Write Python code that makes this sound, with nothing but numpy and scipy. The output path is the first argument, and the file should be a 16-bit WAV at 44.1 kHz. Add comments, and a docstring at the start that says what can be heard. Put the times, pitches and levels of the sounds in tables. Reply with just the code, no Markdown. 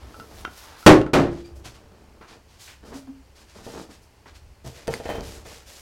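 """In a small quiet room, a wooden rolling pin with loose, clicking handles is lifted off a clay slab and set
down on a table. Two hard knocks excite the modes of pin and table and overload a close microphone.
Then sleeves rustle and a hand brushes the canvas, as threads catch and let go. A wooden board is dragged
out from beside the table, ringing where it bumps and scraping by stick-slip friction, over a low rumble."""
import sys
import numpy as np
from scipy import signal
from scipy.fft import rfft, irfft
from scipy.io import wavfile

SR = 44100
rng = np.random.default_rng(int(sys.argv[2]) if len(sys.argv) > 2 else 0)


def bounce(signal):
    """Save signal as a 16-bit WAV file at the path given by the first command-line argument."""
    frames = np.transpose(np.atleast_2d(signal))
    limited = np.clip(frames, -1, 1)
    pcm = np.round(limited * 32767).astype(np.int16)
    wavfile.write(sys.argv[1], SR, pcm)


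N = 256220
TIME = np.arange(N) / SR
AGE = np.arange(SR) / SR  # the one-second time axis of a single event

# Landings of the pin. Each row: start in seconds, level in dB, contact time in ms,
# place struck from 0 (first end) to 1 (other end).
PIN_LANDINGS = [(0.863, 14, 0.71, 0.13), (1.006, -16.5, 2.6, 0.17), (1.063, -20, 2.3, 0),
                (1.134, 11, 0.82, 1), (1.268, -25, 1.5, 0.71), (1.36, -34, 2.7, 1)]
# Modes of the board. Each row: frequency in Hz, level in dB, T60 in seconds.
BOARD_MODES = [(130, -14.5, 0.17), (251.8, -15.5, 0.6), (308, -8.5, 0.079), (391.6, -2.5, 0.094),
               (462.6, -0.5, 0.21), (595, -3, 0.087), (663, 2, 0.082), (809, -9, 0.22), (912, -5, 0.095),
               (1330, -17, 0.038), (1340, -19, .1), (1810, -9.5, 0.12), (2160, -31, 0.11), (2543, -10, .1),
               (3100, -12, 0.25), (4020, -19, 0.073)]


def pin_knocks():
    """Modal excitation: the place struck weights the modes, and a shorter contact gives more treble."""
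    # Modes of pin and table together. Each row: frequency in Hz, T60 in seconds,
    # level in dB when struck at the first end, level in dB when struck at the other.
    modes = [(62.1, 0.88, -32.5, -31.5), (88, 0.38, -27.5, -27), (118.2, 0.4, -21, -19.5),
             (156.2, 0.37, -17, -18), (207.1, 0.31, -15.5, -19), (241.5, 0.15, -10, -15),
             (279.4, 0.34, -14, -7.5), (309.8, .34, -1, -29), (343.4, 0.61, -25.5, -18.5),
             (362.1, 0.23, -1, -7.5), (389.8, 0.31, -6.5, -21.5), (447, 0.16, -16, -10.5),
             (484.3, .26, -12.5, -18.5), (516.7, 0.17, -10, -10), (539.3, 0.34, -12, -21.5),
             (573.3, .27, -20, -12.5), (614, 0.27, -12.5, -10.5), (671.6, 0.26, -17.5, -14.5),
             (778, 0.24, -14, -15.5), (835, 0.27, -14.5, -24), (885, 0.18, -13, -24.5),
             (935, 0.18, -21, -15.5), (1093, 0.39, -20.5, -39), (1340, 0.16, -10, -16),
             (1464, 0.18, -12.5, -17.5), (1663, 0.14, -18.5, -13.5), (1883, .2, -15.5, -18.5),
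             (2220, .2, -19, -25.5), (2420, 0.097, -17.5, -8)]
    # Spectrum of the wood's crack and its reverberation. Each row: frequency in Hz, density in dB.
    crack_spectrum = [(40, -9.5), (120, -3.5), (400, 4.5), (900, -5.5), (1700, -10), (3000, -16),
                      (6000, -20), (10000, -27), (15000, -35.5)]
    out = np.zeros(N)
    for start, db, contact_ms, place in PIN_LANDINGS:
        body = ring([(hz, first + place * (other - first), t60) for hz, t60, first, other in modes])
        crack = undb(-2.5) * noise(crack_spectrum, size=SR) * fade(0.075)
        tail = undb(-7.0) * diffuse_tail(crack_spectrum, stretch=0.93)
        add(out, start, undb(db) * (soften(body + crack, contact_ms) + soften(tail, .3 * contact_ms)))
    return out


def handle_clicks():
    """Selective excitation: a handle snaps on its axle and rings most the modes near a focus frequency."""
    # Each row: start in seconds, level in dB, contact time in ms, focus frequency in Hz.
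    clicks = [(0.143, -40.5, 0.34, 1300), (0.199, -33, 0.27, 1650), (0.4491, -30, 0.18, 2100),
              (0.451, -23, 0.29, 1800), (0.477, -32.5, 0.37, 700), (0.828, -37, 0.5, 1140),
              (1.015, -20, 0.41, 2940), (1.065, -23.5, 0.81, 1410)]
    # Modes of a handle. Each row: frequency in Hz, level in dB, T60 in seconds.
    modes = [(390, -1, .07), (720, -7, .05), (1330, 1.5, 0.1), (1437, -1.5, 0.07), (2020, -12.5, 0.026),
             (2780, -7, 0.077), (3100, -10, .06), (5000, -10, 0.059), (5820, -8.5, .04)]
    out = np.zeros(N)
    for start, db, contact_ms, focus_hz in clicks:
        body = ring([(hz, mode_db - 9 * abs(np.log2(hz / focus_hz)), t60) for hz, mode_db, t60 in modes])
        snap_spectrum = [(200, -12), (focus_hz, 0), (3 * focus_hz, -9), (4.5 * focus_hz, -30)]
        snap = noise(snap_spectrum, size=SR) * fade(0.0087)
        add(out, start, undb(db) * soften(body + snap, contact_ms))
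    return out


def board_bumps():
    """Free vibration: light blows against the table give a hollow crack and leave the board ringing."""
    # Each row: start in seconds, relative level in dB, contact time in ms.
    bumps = [(3.666, -26, 2.7), (4.645, -43, 1.1), (4.665, -30, 2.8), (4.88, -15.5, 1.6),
             (4.924, -30.5, 0.64), (5.001, -29, 0.86), (5.056, -26.5, 0.39), (5.091, -23, 0.2),
             (5.101, -23, 0.2), (5.153, -29.5, 0.12), (5.184, -28, 1), (5.455, -40, 0.11)]
    # Spectrum of the crack. Each row: frequency in Hz, density in dB.
    crack_spectrum = [(60, -15), (250, -22), (450, 9), (750, 2), (1200, -10), (2000, -6.5), (4000, -23),
                      (12000, -20.5)]
    out, body = np.zeros(N), ring(BOARD_MODES)
    for start, db, contact_ms in bumps:
        crack = noise(crack_spectrum, size=SR) * fade(0.16)
        add(out, start, undb(db - 7) * soften(body + crack, contact_ms))
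    return out


def chair_ticks():
    """Hard impact: a very brief contact with a metal chair is broadband and excites its thin, high modes."""
    # Each row: start in seconds, level in dB, level of the ring relative to the snap in dB.
    ticks = [(4.676, -31, -39), (4.873, -27.5, -36), (4.879, -24.5, -15), (4.939, -23.5, -8),
             (5.208, -31.5, -25)]
    # Modes that ring after a tick. Each row: frequency in Hz, level in dB, T60 in seconds.
    modes = [(1750, -0.5, 0.031), (2080, 11, 0.013), (4500, -0.5, 0.036), (4770, -2.5, 0.049),
             (6400, -20, 0.09), (8900, -5.5, 0.038)]
    snap_spectrum = [(500, 6), (2000, -1), (4500, 6.5), (9000, -1.5), (15000, -9)]
    out = np.zeros(N)
    for start, db, ring_db in ticks:
        snap = noise(snap_spectrum, size=SR) * fade(0.0048)
        add(out, start, undb(db) * (snap + undb(ring_db) * ring(modes)))
    return out


def thuds():
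    """Low-frequency response: a contact moves the table's lowest range in a short burst of bass."""
    # Low thuds of the pin's two hard landings, then soft bumps of hands and board.
    # Each row: start in seconds, level in dB, length in seconds.
    contacts = [(0.864, -10, 0.12), (1.138, -13, 0.11), (0.2, -43, .06), (1.652, -36.5, 0.053),
                (4.645, -33, 0.096), (4.881, -29.5, 0.057), (5.058, -46, 0.25), (5.449, -49, 0.11)]
    spectrum = [(25, -42), (60, 0), (130, 4.5), (250, -14.5), (700, -12), (3000, -72)]
    out, rise = np.zeros(N), 1 - fade(.04)
    for start, db, length in contacts:
        decay = np.exp(-(AGE / length * 2) ** 2)
        add(out, start, undb(db) * rise * decay * noise(spectrum, size=SR))
    return out


def sliding_wood():
    """Irregular stick-slip: random slips of wood on wood rasp and drive the modes of the board."""
    # The pin trundles on the table. 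Each row: start in seconds, length in seconds, initial level in dB.
    trundles = [(0, .46, -49), (1.458, 0.78, -52)]
    # Wood scrapes on wood. Each row: start in seconds, length in seconds, level in dB.
    scrapes = [(2.2, .03, -52.5), (2.295, 0.074, -51.5), (2.82, .09, -45), (2.91, 0.058, -43.5),
               (3.36, .1, -59), (3.54, 0.098, -49), (3.665, 0.058, -43), (3.73, .08, -39.5),
               (3.88, 0.052, -52.5), (4.245, .045, -55), (4.635, .05, -52), (4.86, .09, -40),
               (5.075, 0.15, -38), (5.27, 0.14, -48), (5.445, 0.1, -50.5)]
    # Spectrum of the dry rasp. Each row: frequency in Hz, density in dB.
    spectrum = [(60, -13), (200, 2), (400, 0), (750, -4), (1300, -9.5), (2500, -24.5), (5000, -25),
                (10000, -47.5)]
    attack_s, release_s, slowing_db_per_s = 0.016, 0.033, 7.5
    slips = grains(rate=1500, spread_db=1.5)
    rasp = undb(-1.0) * colour(slips, spectrum)
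    ringing = undb(-11.5) * unit(convolve(slips, ring(BOARD_MODES)))
    trundle = sum(undb(db - slowing_db_per_s * (TIME - s)) * stroke(s, length, attack_s, release_s)
                  for s, length, db in trundles)
    return (rasp + ringing) * (trundle + strokes(scrapes, attack_s, release_s))


def judders_and_squeaks():
    """Periodic stick-slip: the sliding board judders low, and a handle squeaks as it stops turning."""
    # In both, each row: midpoint in seconds, level in dB, half length in seconds, frequency in Hz.
    judders = [(2.96, -31.5, 0.018, 265.6), (3.101, -32.5, 0.02, 265.8)]
    squeaks = [(1.453, -51, .009, 2360), (1.454, -49.5, .008, 4700), (1.479, -54, .012, 4870)]
    out, middle = np.zeros(N), AGE.mean()
    for events, waver in (judders, 0.038), (squeaks, 0.0225):
        for s, db, half_length, hz in events:
            drift = noise([(30, -4), (150, -28.0), (600, -50)], size=SR)
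            tone = np.sin(2 * np.pi * np.cumsum(hz * (1 + waver * drift)) / SR)
            swell = np.exp(-((AGE - middle) / half_length) ** 2)
            add(out, s - middle, undb(db) * tone * swell)
    return out


def scuffs():
    """Friction noise: skin skids on the canvas at the table's edge, giving one broad spectral peak."""
    # Each row: start in seconds, level in dB, length in seconds, peak frequency in Hz.
    skids = [(2.212, -49, 0.058, 1360), (2.675, -48, 0.071, 2400), (2.928, -44, 0.034, 930),
             (3.071, -51, 0.03, 770), (4.257, -46.5, 0.02, 990)]
    out = np.zeros(N)
    for start, db, length, hz in skids:
        spectrum = [(hz / 6, -12), (hz / 2, -4), (hz, 0), (1.14 * hz, -3), (3 * hz, -17), (9 * hz, -36)]
        envelope = (1 - fade(0.005)) * np.exp(-(AGE / length) ** 2)
        add(out, start, undb(db) * noise(spectrum, size=SR) * envelope)
    return out


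def rustles():
    """Cloth friction: canvas under the pin until it lands, canvas under hands, apron against board."""
    # The pin rolls off the canvas and is swung aside.
    # Each row: time in seconds, relative treble level in dB, tilt in dB per octave.
    roll_path = [(0.0, -67, -4), (0.2, -62.5, 2.5), (0.284, -64.5, 1), (0.402, -56, 1), (0.474, -67, 0),
                 (0.586, -54, 2), (0.76, -61.5, -4), (0.8, -55.5, 1), (0.85, -58.5, 1)]
    # Strokes of hand or sleeve, and pulls of the board along the apron. Each row: start in seconds,
    # length in seconds, relative treble level in dB, tilt in dB per octave.
    brushes = [(1.29, 0.12, -54, -2.5), (1.435, .03, -56, 1), (1.542, .03, -57.5, 6),
               (1.635, .033, -42.5, -1), (1.73, 0.023, -53.5, -2), (2.261, 0.077, -55, -3.5),
               (2.47, .11, -61, -0.5), (2.583, 0.089, -48.5, 2.5), (2.67, 0.066, -58, 1),
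               (2.837, 0.067, -56.5, 1.5), (2.924, 0.059, -49.5, 2), (3.34, 0.089, -56.5, -.5),
               (3.467, 0.068, -59, -0.5), (3.536, 0.073, -54.5, -0.5), (3.621, 0.21, -51, 0.5),
               (3.887, 0.064, -54.5, 0), (4.008, .03, -63, 5), (4.253, 0.044, -57.5, -5.5),
               (4.334, 0.028, -53.5, 0)]
    pulls = [(4.631, 0.059, -48.5, 1), (4.73, 0.087, -53, -1.5), (4.888, 0.074, -44, 0.5),
             (5.023, 0.14, -50, -3), (5.211, 0.15, -47.5, 1.5), (5.437, 0.14, -49, .3),
             (5.65, 0.16, -49.5, 2)]
    # Spectra of the three rustles before tilting. Each row: frequency in Hz, density in dB.
    roll_spectrum = [(120, -2.5), (350, -1), (700, 6), (1300, 4), (2500, -1.5), (4000, -0.5), (5500, -1),
                     (8000, -7.5), (12000, -9), (15500, -14)]
    brush_spectrum = [(150, -12), (500, -4), (1000, 0.5), (2200, -0.5), (3500, 0), (5000, 1), (7500, -4),
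                      (9500, -8.5), (12000, -12.5), (15500, -20)]
    apron_spectrum = [(150, -4), (500, 6.5), (1000, -1.5), (2200, 0), (3500, -1.5), (5000, -1.5),
                      (7000, -4), (9500, -10.5), (12000, -12), (15500, -22)]
    times, roll_db, roll_tilt = np.transpose(roll_path)
    before_landing = TIME < PIN_LANDINGS[0][0]
    roll = [(undb(np.interp(TIME, times, roll_db)) * before_landing, np.interp(TIME, times, roll_tilt))]
    hands = [(undb(db) * stroke(s, length, attack_s=0.032, release_s=0.029), tilt)
             for s, length, db, tilt in brushes]
    apron = [(undb(db) * stroke(s, length, attack_s=0.035, release_s=0.053), tilt)
             for s, length, db, tilt in pulls]
    return (cloth(roll, roll_spectrum, gain_db=9.0) + cloth(hands, brush_spectrum, gain_db=2.0)
            + cloth(apron, apron_spectrum, gain_db=2.5))


def cloth(moves, spectrum, gain_db):
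    """Micro-slip: threads catch and let go; each (gain, tilt) move has its own loudness and brightness."""
    threads = colour(grains(rate=9900, spread_db=0.5), spectrum)
    out, pivot_hz = np.zeros(N), 5500
    for hz, band in octaves(threads):
        octave = max(np.log2(hz / pivot_hz), -2)
        out += band * sum(gain * undb(tilt * octave) for gain, tilt in moves)
    return undb(gain_db) * out


def background():
    """Ambient noise: steady air, and a humming rumble of table and floor that swells as weight shifts."""
    # Spectra of the air and the rumble. Each row: frequency in Hz, density in dB.
    air_spectrum = [(12, -37.5), (20, -4), (49, -3.5), (70, 1), (166, -12), (478, -13), (725, -16.5),
                    (857, -14.5), (1200, -20.5), (2840, -23), (3750, -29), (4430, -24.5), (15500, -39)]
    rumble_spectrum = [(20, -16.5), (35, -4), (62, 0), (85, 0), (120, -10), (250, -32.5), (600, -57.5)]
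    # Shifts of weight. Each row: start in seconds, length in seconds, level in dB.
    shifts = [(0, .06, -44.5), (.3, 0.14, -47), (1.42, 0.25, -44), (2.8, 0.24, -51), (4.29, 0.23, -47),
              (5.02, 0.28, -39)]
    hum_hz, air_db, rest_db = 66.2, -56, -57.5
    waver = 1 + .4 * noise([(2, -1.0), (8, -4.5), (25, -59.5), (100, -120)])
    hum = np.sin(2 * np.pi * hum_hz * TIME) * waver
    rumble = undb(-1.5) * noise(rumble_spectrum) + undb(-2.5) * hum
    swell = np.hypot(undb(rest_db), strokes(shifts, attack_s=0.039, release_s=0.11))
    return undb(air_db) * noise(air_spectrum) + rumble * swell


def room(x, wet_db):
    """Reverberation: the direct sound is followed by the dense reflections of a small workshop."""
    build_up = 1 - fade(0.022)
    tail = diffuse_tail([(60, -2), (400, -1.5), (3000, -3.5), (15000, 1.0)], stretch=1.0) * build_up
    return x + undb(wet_db) * convolve(x, tail / np.linalg.norm(tail))


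def diffuse_tail(spectrum, stretch):
    """Diffuse decay: each octave of a noise dies away in the room's reverberation time times stretch."""
    # Each row: frequency in Hz, reverberation time in seconds.
    room_t60 = [(100, 0.48), (500, 0.35), (2000, 0.29), (6000, 0.25), (15000, 0.22)]
    bands = octaves(noise(spectrum, size=SR))
    return sum(band * fade(stretch * along(room_t60, hz)) for hz, band in bands)


def stroke(start, length, attack_s, release_s):
    """Envelope of one movement, which is fastest, and so loudest, at its middle."""
    arch_db = 1.5
    age = np.maximum(TIME - start, 0)
    onset = np.sin(np.pi / 2 * np.minimum(age / attack_s, 1)) ** 2
    arch = undb(-arch_db * (2 * np.minimum(age / length, 1) - 1) ** 2)
    return onset * arch * np.exp(-np.maximum(age - length, 0) / release_s)


def strokes(rows, attack_s, release_s):
    """Summed envelope of (start, length, dB) movements."""
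    return sum(undb(db) * stroke(s, length, attack_s, release_s) for s, length, db in rows)


def grains(rate, spread_db):
    """Shot noise: tiny slips of unequal size at random times, on average rate per second."""
    impulses = (rng.random(N) < rate / SR) * rng.standard_normal(N)
    return unit(impulses * undb(spread_db * rng.standard_normal(N).clip(-2, 2)))


def ring(modes):
    """Modal superposition: the impulse response of (Hz, dB, T60) modes."""
    return sum(undb(db) * fade(t60) * np.sin(2 * np.pi * hz * AGE) for hz, db, t60 in modes)


def fade(t60):
    """Exponential decay by 60 dB in t60 seconds."""
    return np.exp(-np.log(1000) * AGE / t60)


def soften(x, contact_ms):
    """Contact low-pass: a longer contact pushes more gently and takes the treble away."""
    pole = np.exp(-2 * np.pi / (contact_ms * SR / 1000))
    return signal.lfilter([1 - pole], [1, -pole], x)


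def noise(spectrum, size=N):
    """Coloured Gaussian noise of rms 1."""
    return colour(rng.standard_normal(size), spectrum)


def colour(x, spectrum):
    """Spectral shaping by (Hz, dB) points, scaled to rms 1."""
    gain = undb(along(spectrum, np.fft.rfftfreq(len(x), 1 / SR)))
    return unit(irfft(rfft(x) * gain, len(x)))


def octaves(x):
    """Complementary filter bank: overlapping (centre Hz, band) pairs that sum to x."""
    spectrum, hz = rfft(x), np.fft.rfftfreq(len(x), 1 / SR)
    octave = np.log2(hz.clip(64, 16384))
    return [(2 ** k, irfft(spectrum * np.maximum(1 - abs(octave - k), 0), len(x)))
            for k in np.unique(np.round(octave))]


def along(points, hz):
    """Interpolation of (Hz, value) points on a log-frequency axis."""
    point_hz, value = np.transpose(points)
    return np.interp(np.log(hz + 1), np.log(point_hz), value)


def convolve(x, response):
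    """Convolution with an impulse response, keeping the length."""
    return signal.fftconvolve(x, response)[:len(x)]


def add(track, s, sound):
    """Superposition of a sound on the track at s seconds."""
    start = max(int(s * SR), 0)
    track[start:start + len(sound)] += sound[:N - start]


def undb(db):
    """Decibels to amplitude ratio."""
    return 10 ** (np.asarray(db) / 20)


def unit(x):
    """Normalisation to rms 1."""
    return x / np.sqrt(np.mean(x ** 2))


def scene():
    """Superposition of all sources in the room, in mono."""
    tones = judders_and_squeaks()
    contacts = room(handle_clicks() + board_bumps() + chair_ticks() + scuffs() + thuds() + tones,
                    wet_db=-8.5)
    rubbing = room(rustles() + sliding_wood(), wet_db=-10.5)
    return (pin_knocks() + contacts + rubbing + background())[None]


def record(dry):
    """Saturation: the input stage flattens the knocks; the level then sags briefly and the top is cut."""
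    # The dip in level after the first knock. Each row: time in seconds, gain in dB.
    sag = [(0.865, 0), (0.97, -3.7), (1.06, -7.5), (1.134, -11), (1.22, -7.8), (1.4, -3), (1.65, 0)]
    ceiling, cutoff_hz = undb(-1.8), 15900
    oversampled = signal.resample_poly(dry, 4, 1, axis=-1)  # limits aliasing
    clipped = oversampled / (1 + (oversampled / ceiling) ** 8) ** (1 / 8)
    flattened = signal.resample_poly(clipped, 1, 4, axis=-1)
    sagged = flattened * undb(np.interp(TIME, *np.transpose(sag)))
    return signal.sosfilt(signal.ellip(8, .2, 80, cutoff_hz, fs=SR, output="sos"), sagged)


dry = scene()
out = record(dry)
bounce(out)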